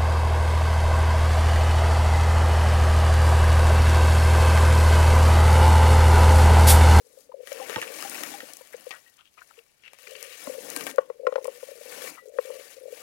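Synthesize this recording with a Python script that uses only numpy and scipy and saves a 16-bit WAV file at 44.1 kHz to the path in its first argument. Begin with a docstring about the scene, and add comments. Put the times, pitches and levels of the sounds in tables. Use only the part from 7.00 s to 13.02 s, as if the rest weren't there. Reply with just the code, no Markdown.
"""A berry comb rakes through low bushes, close on the left, in an almost silent forest.
In the first strokes leaves crackle, stems scrape between the tines and stalks snap, while the box
knocks and berries drop and roll in its hopper. From 2 to 3 s there is a lull of faint twig scuffs.
Then the raking picks up, with the hardest hollow knock near 4 s and a quick cluster after it.
One more hard knock comes at 5.4 s, and berries roll and plop under the last light strokes."""
import sys
import numpy as np
from scipy import signal
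from scipy.io import wavfile
from scipy.ndimage import map_coordinates

SR = 44100
rng = np.random.default_rng(int(sys.argv[2]) if len(sys.argv) > 2 else 0)


def master(y):
    """Save y as 16-bit WAV."""
    cut = np.clip(np.atleast_2d(y).T, -1, 1)
    pcm = np.round(cut * 32767)  # scale
    wavfile.write(sys.argv[1], SR, pcm.astype(np.int16))


N = 265482
TIME = np.arange(N) / SR
RING = np.arange(round(.15 * SR)) / SR  # time axis of a one-shot [s]
HOLLOW_HZ = 510.5  # the note of the air in the hopper

# modes of the comb's tines: (frequency [Hz], level [dB], t60 [s])
TINE_MODES = [(1219, 9, 0.024), (1580, 0.5, 0.032), (1871, 13.5, 0.026), (2314, 0, 0.065),
              (2935, -7, 0.049)]
# woody spectrum of the stems: (frequency [Hz], level [dB])
STEM_SPECTRUM = [(100, -23.5), (250, -14.5), (600, 0.5), (900, -5.5), (1250, -6), (1900, -2.5), (2800, 0),
                 (3500, -7.5), (6000, -14), (12000, -45)]
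# bright spectrum of a breaking stalk or leaf: (frequency [Hz], level [dB])
CRACK_SPECTRUM = [(500, -15), (2500, -12), (5000, 7), (8000, 11), (9800, 12.5), (12500, 4), (16000, 3.5)]


def amp(db):
    """Decibels to gain."""
    return 10 ** (np.asarray(db) / 20)


def unit_rms(x):
    """Scales to rms 1."""
    return x / np.sqrt(np.mean(x ** 2) + 1e-20)


def add(mix, start, sound):
    """Mixes in a stereo sound at start [s]."""
    part = mix[:, max(round(start * SR), 0):][:, :sound.shape[1]]
    part += sound[:, :part.shape[1]]


def pan(left_db):
    """Left and right gains of unit power."""
    gains = np.array([[amp(left_db)], [1]])
    return gains / np.linalg.norm(gains)


def through_box(x, right_db, lag_rad):
    """Sound carried by the box reaches the right side at another level and later in phase."""
    late = (signal.hilbert(x, 2 * len(x))[:len(x)] * np.exp(-1j * lag_rad)).real
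    return np.array([x, amp(right_db) * late])


def colour(x, spectrum, size=2048):
    """Minimum-phase EQ of unit energy with the given spectrum."""
    hz, db = np.transpose(spectrum)
    bin_hz = abs(np.fft.fftfreq(size, 1 / SR)) + 1
    log_gain = np.log(amp(np.interp(np.log(bin_hz), np.log(hz), db)))
    taps = np.fft.ifft(np.exp(np.conj(signal.hilbert(log_gain)))).real[:size // 2]
    return signal.oaconvolve(x, taps / np.linalg.norm(taps))[:len(x)]


def mottle(x, depth_db, patch_s, patch_width, size=512):
    """Random brief patches of louder and softer bands make the colour flicker."""
    frames = dict(fs=SR, nperseg=size, noverlap=size * 3 // 4)
    hz, t, spectra = signal.stft(x, **frames)
    grid = np.meshgrid(np.sqrt(hz * 2000) / patch_width, t / patch_s, indexing="ij")
    patches = map_coordinates(rng.standard_normal((size // 4, size)), grid, order=2, mode="mirror")
    spectra = spectra * amp(depth_db * unit_rms(patches))
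    return unit_rms(signal.istft(spectra, **frames)[1][:N])


def wander(per_s):
    """Random drift of rms 1."""
    return unit_rms(np.interp(TIME * per_s, np.arange(N), rng.standard_normal(N)))


def grains(per_s, spread_db):
    """Random clicks; a positive spread makes a few stand out, a negative one sinks a few."""
    size = amp(spread_db * np.minimum(rng.exponential(1, N), 5))
    return unit_rms(size * rng.choice([-1, 1], N) * (rng.random(N) < per_s / SR))


def burst(peak_s):
    """Transient envelope that reaches 1 at peak_s and dies away."""
    return RING / peak_s * np.exp(1 - RING / peak_s)


def ring(modes, rise_s, detune=0.0023):
    """A struck object; each blow wakes its modes a little differently."""
    out = 0
    for hz, db, t60 in modes:
        decay = amp(db + 2 * rng.standard_normal() - 60 * RING / t60)
        pitch = hz * (1 + detune * rng.standard_normal())
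        out += decay * np.sin(2 * np.pi * (pitch * RING + rng.random()))
    out *= 1 - np.exp(-(RING / rise_s) ** 2)
    return out / abs(out).max()


def cavity(hz, rise_s, t60, tail_db, tail_t60):
    """Air in a box swells, dies fast and leaves a weaker after-ring."""
    attack = (1 - np.exp(-RING / rise_s)) ** 2
    shape = attack * (amp(-60 * RING / t60) + amp(tail_db - 60 * RING / tail_t60))
    return shape / shape.max() * np.sin(2 * np.pi * hz * RING)


def small_box(x, low_cut_hz=288):
    """The small box radiates little bass and dips on both sides of its hollow note."""
    # notches: (frequency [Hz], Q [ratio])
    dips = [(355, 2.97), (725, 19)]
    notches = [np.concatenate(signal.iirnotch(hz, q, fs=SR)) for hz, q in dips]
    low_cut = signal.butter(2, low_cut_hz, "highpass", fs=SR, output="sos")
    return signal.sosfilt(np.vstack([notches, low_cut]), x)


def forest(level_db=-69):
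    """A faint, even bed of air."""
    # forest air: (frequency [Hz], level [dB])
    spectrum = [(20, 22), (100, 12.5), (250, 8), (800, 5), (2000, -2.5), (5000, 0), (15000, -10)]
    return amp(level_db) * np.array([colour(rng.standard_normal(N), spectrum) for _ in range(2)])


def twig_scuffs():
    """A twig sliding past the comb sticks and slips for a moment around its own pitch."""
    # sliding twigs: (time [s], level [dB], centre [Hz], length [s])
    scuffs = [(0.315, -53.5, 1015, 0.015), (1.724, -54, 2040, 0.03), (1.921, -55, 1520, 0.06),
              (2.172, -67.5, 1373, 0.066), (2.173, -64.5, 3170, 0.062), (2.242, -65, 3220, 0.055),
              (2.372, -55.5, 1238, 0.027), (2.375, -58, 2440, 0.035), (2.411, -52.5, 1530, 0.019),
              (2.504, -55, 1330, 0.014), (2.586, -52, 2710, 0.01), (2.83, -56.5, 2700, 0.072),
              (2.877, -50.5, 2700, 0.011), (3.068, -43.5, 2420, 0.012), (3.147, -47.5, 2750, 0.017),
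              (4.917, -47.5, 2280, 0.014), (5.168, -52.5, 1260, 0.029)]
    # spectrum of a scuff: (frequency [multiple of the centre], level [dB])
    shape = [(.25, -21.5), (0.699, -6), (1, 4), (1.3, -12.5), (2.2, -22.5), (6.002, -40)]
    out = np.zeros((2, N))
    for start, db, hz, length in scuffs:
        u = RING / length
        slips = rng.standard_normal(len(RING)) * amp(9.56 * rng.standard_normal(len(RING)))
        swell = 4 * u * np.exp(-3 * u ** 2)
        scuff = colour(slips * swell, [(hz * ratio, level) for ratio, level in shape])
        add(out, start, through_box(amp(db) * scuff, right_db=-32, lag_rad=0.94))
    return out


def twig_ticks(stem_gain, level_db=-11.5, t60=0.037):
    """Small twigs flick off the tines at random, each with a brief pitch of its own."""
    out = np.zeros(N)
    for hz in np.geomspace(1400, 7000, 12):
        flicks = grains(per_s=3, spread_db=-5)
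        out += signal.oaconvolve(flicks, ring([(hz, 0, t60)], rise_s=0.0013, detune=0.074))[:N]
    return amp(level_db) * unit_rms(out) * stem_gain


def tine_pings(rise_s=0.0016, t60=0.17):
    """A single tine, plucked by a stalk, rings on alone."""
    # plucks: (time [s], level [dB], pitch [Hz])
    plucks = [(1.925, -36.5, 1920), (2.061, -48.5, 1900), (3.763, -32.5, 1586), (3.866, -33.5, 1580),
              (3.868, -36, 1810), (5.181, -39.5, 1958)]
    out = np.zeros((2, N))
    shape = (1 - np.exp(-RING / rise_s)) * amp(-60 * RING / t60) * signal.windows.tukey(len(RING), .04)
    for start, db, hz in plucks:
        ping = amp(db) * shape * np.sin(2 * np.pi * hz * RING)
        add(out, start, through_box(ping, right_db=-46, lag_rad=1.5))
    return out


def ground_bumps():
    """The comb bumps the ground with a short, dull note."""
    # bumps: (time [s], peak [dB], pitch [Hz], left over right [dB])
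    bumps = [(0.7592, -31, 880, -4.5), (0.76, -33, 337, 3), (0.76, -35.5, 201, -2),
             (0.765, -34.5, 116, -0.5), (3.473, -32, 265, 3.5), (3.767, -32.5, 291.6, 9)]
    out = np.zeros((2, N))
    for start, db, hz, left_db in bumps:
        thud = cavity(hz, rise_s=0.0038, t60=0.037, tail_db=-27.5, tail_t60=0.18)
        add(out, start, through_box(amp(db) * thud, right_db=-left_db, lag_rad=1))
    return out


def berry_roll(stem_gain, jostle_db=-11.5, rise_db_per_s=501, fall_db_per_s=122):
    """Berries patter as the hopper is shaken or tilted, each spot with its own hollow note."""
    # tilts of the hopper: (start [s], end [s], level [dB])
    tilts = [(0.0, 0.216, -57.5), (0.334, 0.75, -50), (0.562, 0.92, -42), (3.057, 3.273, -47),
             (3.468, 4.02, -44), (4.178, 4.498, -42), (4.695, 5.01, -44.5), (5.248, 5.607, -41),
             (5.776, 5.895, -41)]
    power = amp(jostle_db) ** 2 * (stem_gain ** 2).sum(0)
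    for start, end, db in tilts:
        fade_db = rise_db_per_s * np.maximum(start - TIME, 0) + fall_db_per_s * np.maximum(TIME - end, 0)
        power += amp(db - fade_db) ** 2
    patter = np.zeros(N)
    for hz in np.linspace(440, 575, 7):
        tap = cavity(hz, rise_s=0.0078, t60=0.021, tail_db=-35, tail_t60=0.2)
        weight = np.exp(-((hz - HOLLOW_HZ) / 85) ** 2)
        patter += weight * signal.oaconvolve(grains(per_s=19, spread_db=1), tap)[:N]
    return through_box(unit_rms(patter) * np.sqrt(power), right_db=-29, lag_rad=0.96)


def berry_plops():
    """Shifting clumps softly sound the hopper's air; berries dropping in ring longer."""
    # shifting clumps: (time [s], level [dB])
    clumps = [(0.172, -35.5), (0.292, -34), (0.34, -25), (0.402, -25.5), (0.43, -31), (0.516, -21),
              (0.9, -28), (1.429, -32), (1.866, -24.5), (3.115, -33), (3.496, -20), (3.547, -28),
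              (3.58, -26), (4.232, -23.5), (4.248, -22.5), (4.284, -15.5), (4.441, -23.5), (4.685, -28.5),
              (4.714, -25.5), (5.039, -27), (5.854, -26.5), (5.879, -28.5), (5.924, -24)]
    # dropping berries: (time [s], peak [dB], pitch [Hz])
    drops = [(.611, -30, 791), (1.046, -29, 797), (1.337, -30.5, 803), (2.576, -41.5, 464)]
    out = np.zeros((2, N))
    for start, db in clumps:
        hz = HOLLOW_HZ * (1 + 0.045 * rng.standard_normal())
        plop = cavity(hz, rise_s=0.011, t60=0.018, tail_db=-39, tail_t60=0.092)
        add(out, start, through_box(amp(db) * small_box(plop), right_db=-25, lag_rad=1.5))
    for start, db, hz in drops:
        drop = cavity(hz, rise_s=0.0047, t60=0.064, tail_db=-4, tail_t60=0.094)
        add(out, start, through_box(amp(db) * drop, right_db=-20, lag_rad=1))
    return out


def box_knocks(settle_db=-41, settle_s=0.022):
    """A blow on the handled box makes its walls clack and the air inside ring."""
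    # blows: (time [s], level [dB], clack over hollow ring [dB], pitch [Hz], clack low-pass [Hz])
    blows = [(0.598, -25.5, -6, 516, 1200), (0.694, -21, -22, 430, 2200), (0.779, -20.5, -6, 493, 1300),
             (1.608, -34, -10.5, 518, 1200), (1.742, -24, -20, 490, 1500), (3.471, -23.5, -5, 575, 1830),
             (3.9822, -3, -9, 524.3, 1450), (4.099, -18, -9.5, 490, 1520), (4.268, -7, -4, 500, 2670),
             (4.323, -16.5, -6.5, 513, 1400), (4.3565, -10, -4, 530, 3000), (4.379, -16.5, -10, 505, 1040),
             (4.453, -20.5, -5.5, 506, 1700), (4.478, -15.5, -16, 515, 1100),
             (4.6285, -23.5, -19, 507, 1200), (5.3855, -8.5, -9.5, 503, 1900), (5.501, -21, -14, 519, 1000)]
    # modes of the walls: (frequency [Hz], level [dB], t60 [s])
    wall_modes = [(875, 1, 0.018), (1050, 4, 0.024), (1394, 3, 0.013), (1905, 0.5, 0.019),
                  (2390, 1.5, 0.012)]
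    # toneless crack of a hard contact: (frequency [Hz], level [dB])
    wall_crack = [(800, -16), (2400, 4.5), (6000, -8.5), (14000, -30)]
    out = np.zeros((2, N))
    for start, db, clack_db, hz, top_hz in blows:
        hollow = cavity(hz, rise_s=0.0051, t60=0.021, tail_db=-38.5, tail_t60=0.075)
        # after the first touch the contact chatters briefly, then the load settles
        decay = 0.08 * np.exp(-RING / 0.0022) + amp(settle_db) * np.exp(-RING / settle_s)
        chatter = rng.standard_normal(len(RING)) * decay
        chatter[0] = 1
        clack = signal.fftconvolve(chatter, ring(wall_modes, rise_s=0.0006, detune=0.024))[:len(RING)]
        clack = signal.sosfilt(signal.butter(4, top_hz, fs=SR, output="sos"), clack)
        clack *= amp(clack_db) / abs(clack).max()
        crack = colour(rng.standard_normal(len(RING)) * burst(peak_s=0.0021), wall_crack)
        crack *= amp(-18.5 + 2 * clack_db)
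        knock = amp(db) * small_box(hollow + clack + crack)
        # louder knocks sound less far to the left
        add(out, start, through_box(knock, right_db=-12 + 0.36 * db, lag_rad=1.62))
    return out


def leaf_tears():
    """A leaf comes off with one thin, bright tick and no woody ring."""
    # tearing leaves: (time [s], level [dB])
    tears = [(1.0963, -25.5), (1.534, -29.5), (1.569, -33), (1.672, -43), (1.726, -44), (1.766, -41.5),
             (1.892, -41), (3.7012, -26), (3.7726, -27), (3.959, -39), (4.47, -33)]
    out = np.zeros((2, N))
    for start, db in tears:
        tick = colour(rng.standard_normal(len(RING)) * burst(peak_s=0.00094), CRACK_SPECTRUM)
        add(out, start, amp(db) * tick * pan(left_db=30))
    return out


def stalk_snaps(fibre_db=-9.5, fibre_decay_s=0.01, fibres_per_s=420):
    """A sharp crack, then the last fibres break one by one; the freed stalk rings the tines."""
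    # snaps: (time [s], wood level [dB], crack level [dB], pan to the left [dB])
    snaps = [(0.4726, -27, -34, 22), (0.5185, -30, -39, 33), (0.6964, -18, -30, 17), (0.744, -27, -35, 18),
             (0.7595, -15.5, -34, -3), (0.816, -18.5, -25, 1), (0.826, -16.5, -37, -3),
             (1.024, -17.5, -26.5, 19), (1.1452, -24, -29, 0), (1.2351, -19.5, -22, 23),
             (1.404, -25, -57, -1), (1.9078, -17.5, -46, 26), (2.933, -36, -41.5, 34),
             (2.987, -37.5, -40.5, 31), (3.227, -32.5, -25, 29), (3.763, -20.5, -18.5, 19.5),
             (3.809, -22.5, -28.5, 23), (3.8669, -18, -25.5, 20), (3.912, -34, -34, 18),
             (4.3402, -42, -55, 15), (4.444, -32.5, -31, 19)]
    out = np.zeros((2, N))
    for start, wood_db, crack_db, left_db in snaps:
        breaks = rng.random(len(RING)) < fibres_per_s / SR
        breaks = breaks * amp(fibre_db) ** 2 * np.exp(-RING / fibre_decay_s)
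        breaks[0] = 1
        power = abs(signal.fftconvolve(breaks, burst(peak_s=0.00053) ** 2)[:len(RING)])
        wood_noise, crack_noise = rng.standard_normal((2, len(RING))) * np.sqrt(power)
        tines = ring(TINE_MODES, rise_s=0.000067)
        tines = signal.fftconvolve(wood_noise, tines / np.linalg.norm(tines))[:len(RING)]
        wood = amp(-4) * colour(wood_noise, STEM_SPECTRUM) + amp(-6) * tines
        snap = amp(wood_db) * wood + amp(crack_db) * colour(crack_noise, CRACK_SPECTRUM)
        add(out, start, through_box(snap, right_db=-1, lag_rad=1.78) * pan(left_db))
    return out


def leaf_rustle(gain, crackle_db=-8, crackle_power=0.85):
    """Dense tiny leaf clicks, and single leaves flipping with a fizz that stands out in light strokes."""
    # crisp leaves: (frequency [Hz], level [dB])
    spectrum = [(700, -37), (2000, -18), (4000, -1.5), (6500, 1.5), (8200, 0), (9700, 2), (11200, 0.5),
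                (12500, -2), (16000, -5)]
    rustle = colour(grains(per_s=9000, spread_db=1), spectrum)
    rustle = mottle(rustle, depth_db=1.5, patch_s=.012, patch_width=150)
    flips = signal.oaconvolve(abs(grains(per_s=70, spread_db=2.6)), burst(peak_s=0.0013))[:N]
    crackle = colour(flips * rng.standard_normal(N), spectrum)
    crackle = mottle(crackle, depth_db=4.5, patch_s=.01, patch_width=500)
    crackle *= amp(crackle_db) * gain.max() * (gain / gain.max()) ** crackle_power
    return rustle * gain + crackle


def stem_scrape(depth, body_hz=1840, body_db=7, body_power=0.38):
    """Slipping stems set the tines singing; their woody body grows as the comb pushes deep."""
    slips = grains(per_s=1500, spread_db=2)
    stems = mottle(colour(slips, STEM_SPECTRUM), depth_db=2.4, patch_s=.018, patch_width=220)
    body = signal.sosfiltfilt(signal.butter(3, body_hz, fs=SR, output="sos"), stems)
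    stems += (amp(body_db) * depth ** body_power - 1) * body
    tines = unit_rms(signal.oaconvolve(slips, ring(TINE_MODES, rise_s=0.0035))[:N])
    return stems + amp(-6.5) * tines


def stroke_gains():
    """Each stroke touches, tightens and lets go: stereo gains for leaves and stems, mono for the rub."""
    # strokes: (touch [s], full grip [s], let go [s], fade [dB/s],
    #           leaves [dB], stems [dB], box rub [dB], left over right [dB])
    strokes = [(0.0, 0.226, 0.24, 296, -56.5, -70, -68, 18), (0.499, 0.71, 0.76, 28, -41, -39.5, -52, 26),
               (0.925, 1.225, 1.196, 38, -36, -39, -43.5, 17),
               (1.675, 1.737, 1.79, 148.5, -55.5, -52.5, -63.5, 40.5),
               (1.84, 1.92, 1.904, 61, -50, -51.5, -69.5, 40), (2.371, 2.44, 2.58, 73, -59, -61, -81, 36),
               (2.83, 2.95, 2.94, 96, -65, -55, -100, 27), (3.024, 3.22, 3.383, 138, -46.5, -44, -92, 35),
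               (3.376, 3.41, 3.54, 240, -42, -47.5, -55, 31), (3.583, 3.71, 3.9, 418, -40, -45.5, -46, 34),
               (3.936, 3.945, 3.97, 62, -58, -58, -61.5, 22),
               (4.28, 4.49, 4.6, 98, -56, -54.5, -72.5, 10.5),
               (4.538, 4.634, 4.68, 42, -48, -51.5, -70, 32),
               (4.825, 4.967, 5.04, 110, -42, -44, -53.5, 34),
               (5.015, 5.021, 5.09, 266, -39, -41, -53.5, 40), (5.376, 5.437, 5.72, 95, -49, -50, -73, 28),
               (5.917, 5.984, 5.99, 51, -45.5, -48, -62, 30)]
    touch_db, attack_db_per_s = -5.5, 191
    stem_slope, rub_slope = 1.13, 1.6  # stems and box answer the grip more steeply than leaves
    rub_lag_s = 0.033  # the box follows the tines through the undergrowth
    rest = pan(left_db=22)  # the bush stirs faintly against the resting comb
    leaf_power, stem_power, rub_power = (amp(-71) * rest) ** 2, (amp(-75) * rest) ** 2, 0
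    for touch, full, let_go, fade, leaf_db, stem_db, rub_db, left_db in strokes:
        slack = np.clip((full - TIME) / max(full - touch, .005), 0, 1)
        attack_db = attack_db_per_s * np.maximum(touch - TIME, 0)
        release_db = fade * np.maximum(TIME - let_go, 0)
        grip_db = np.maximum(touch_db * slack - attack_db - release_db, -100)
        leaf_power = leaf_power + (pan(left_db) * amp(leaf_db + grip_db)) ** 2
        stem_power = stem_power + (pan(left_db) * amp(stem_db + stem_slope * grip_db)) ** 2
        rub_power += amp(rub_db + rub_slope * np.interp(TIME - rub_lag_s, TIME, grip_db)) ** 2
    return np.sqrt(leaf_power), np.sqrt(stem_power), np.sqrt(rub_power)


def raking(leaf_gain, stem_gain, rub_gain):
    """Leaves and stems pass the tines in clumps, over the low rub of the box."""
    # box rubbing through the undergrowth: (frequency [Hz], level [dB])
    rub_spectrum = [(30, -21), (100, -11.5), (200, 2), (310, 11.5), (400, -5), (600, -11), (1200, -22.5),
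                    (3000, -55)]
    clumps = amp(wander(per_s=90) + 0.5 * wander(per_s=22.33))
    depth = np.clip(rub_gain / np.linalg.norm(stem_gain, axis=0), .01, 1)
    bush = [leaf_rustle(leaf) + stem * stem_scrape(depth) for leaf, stem in zip(leaf_gain, stem_gain)]
    rub = colour(grains(per_s=1100, spread_db=4.5), rub_spectrum) * rub_gain
    return np.array(bush) * clumps + through_box(rub, right_db=-9, lag_rad=1)


def scene():
    """Everything sounds close and dry in the open air."""
    leaf_gain, stem_gain, rub_gain = stroke_gains()
    bush = raking(leaf_gain, stem_gain, rub_gain) + twig_ticks(stem_gain)
    box = berry_roll(stem_gain) + box_knocks() + berry_plops() + ground_bumps()
    accents = stalk_snaps() + leaf_tears() + twig_scuffs() + tine_pings()
    return bush + box + accents + forest()


def record(dry):
    """A gentle bass roll-off and a steep cut of the highest treble."""
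    low_cut_hz, high_cut_hz = 100, 16200
    lean = signal.sosfilt(signal.butter(1, low_cut_hz, "highpass", fs=SR, output="sos"), dry)
    high_cut = signal.firwin(255, high_cut_hz, window=("kaiser", 9), fs=SR)
    return signal.oaconvolve(lean, high_cut[None], "same")


dry = scene()
out = record(dry)
master(out)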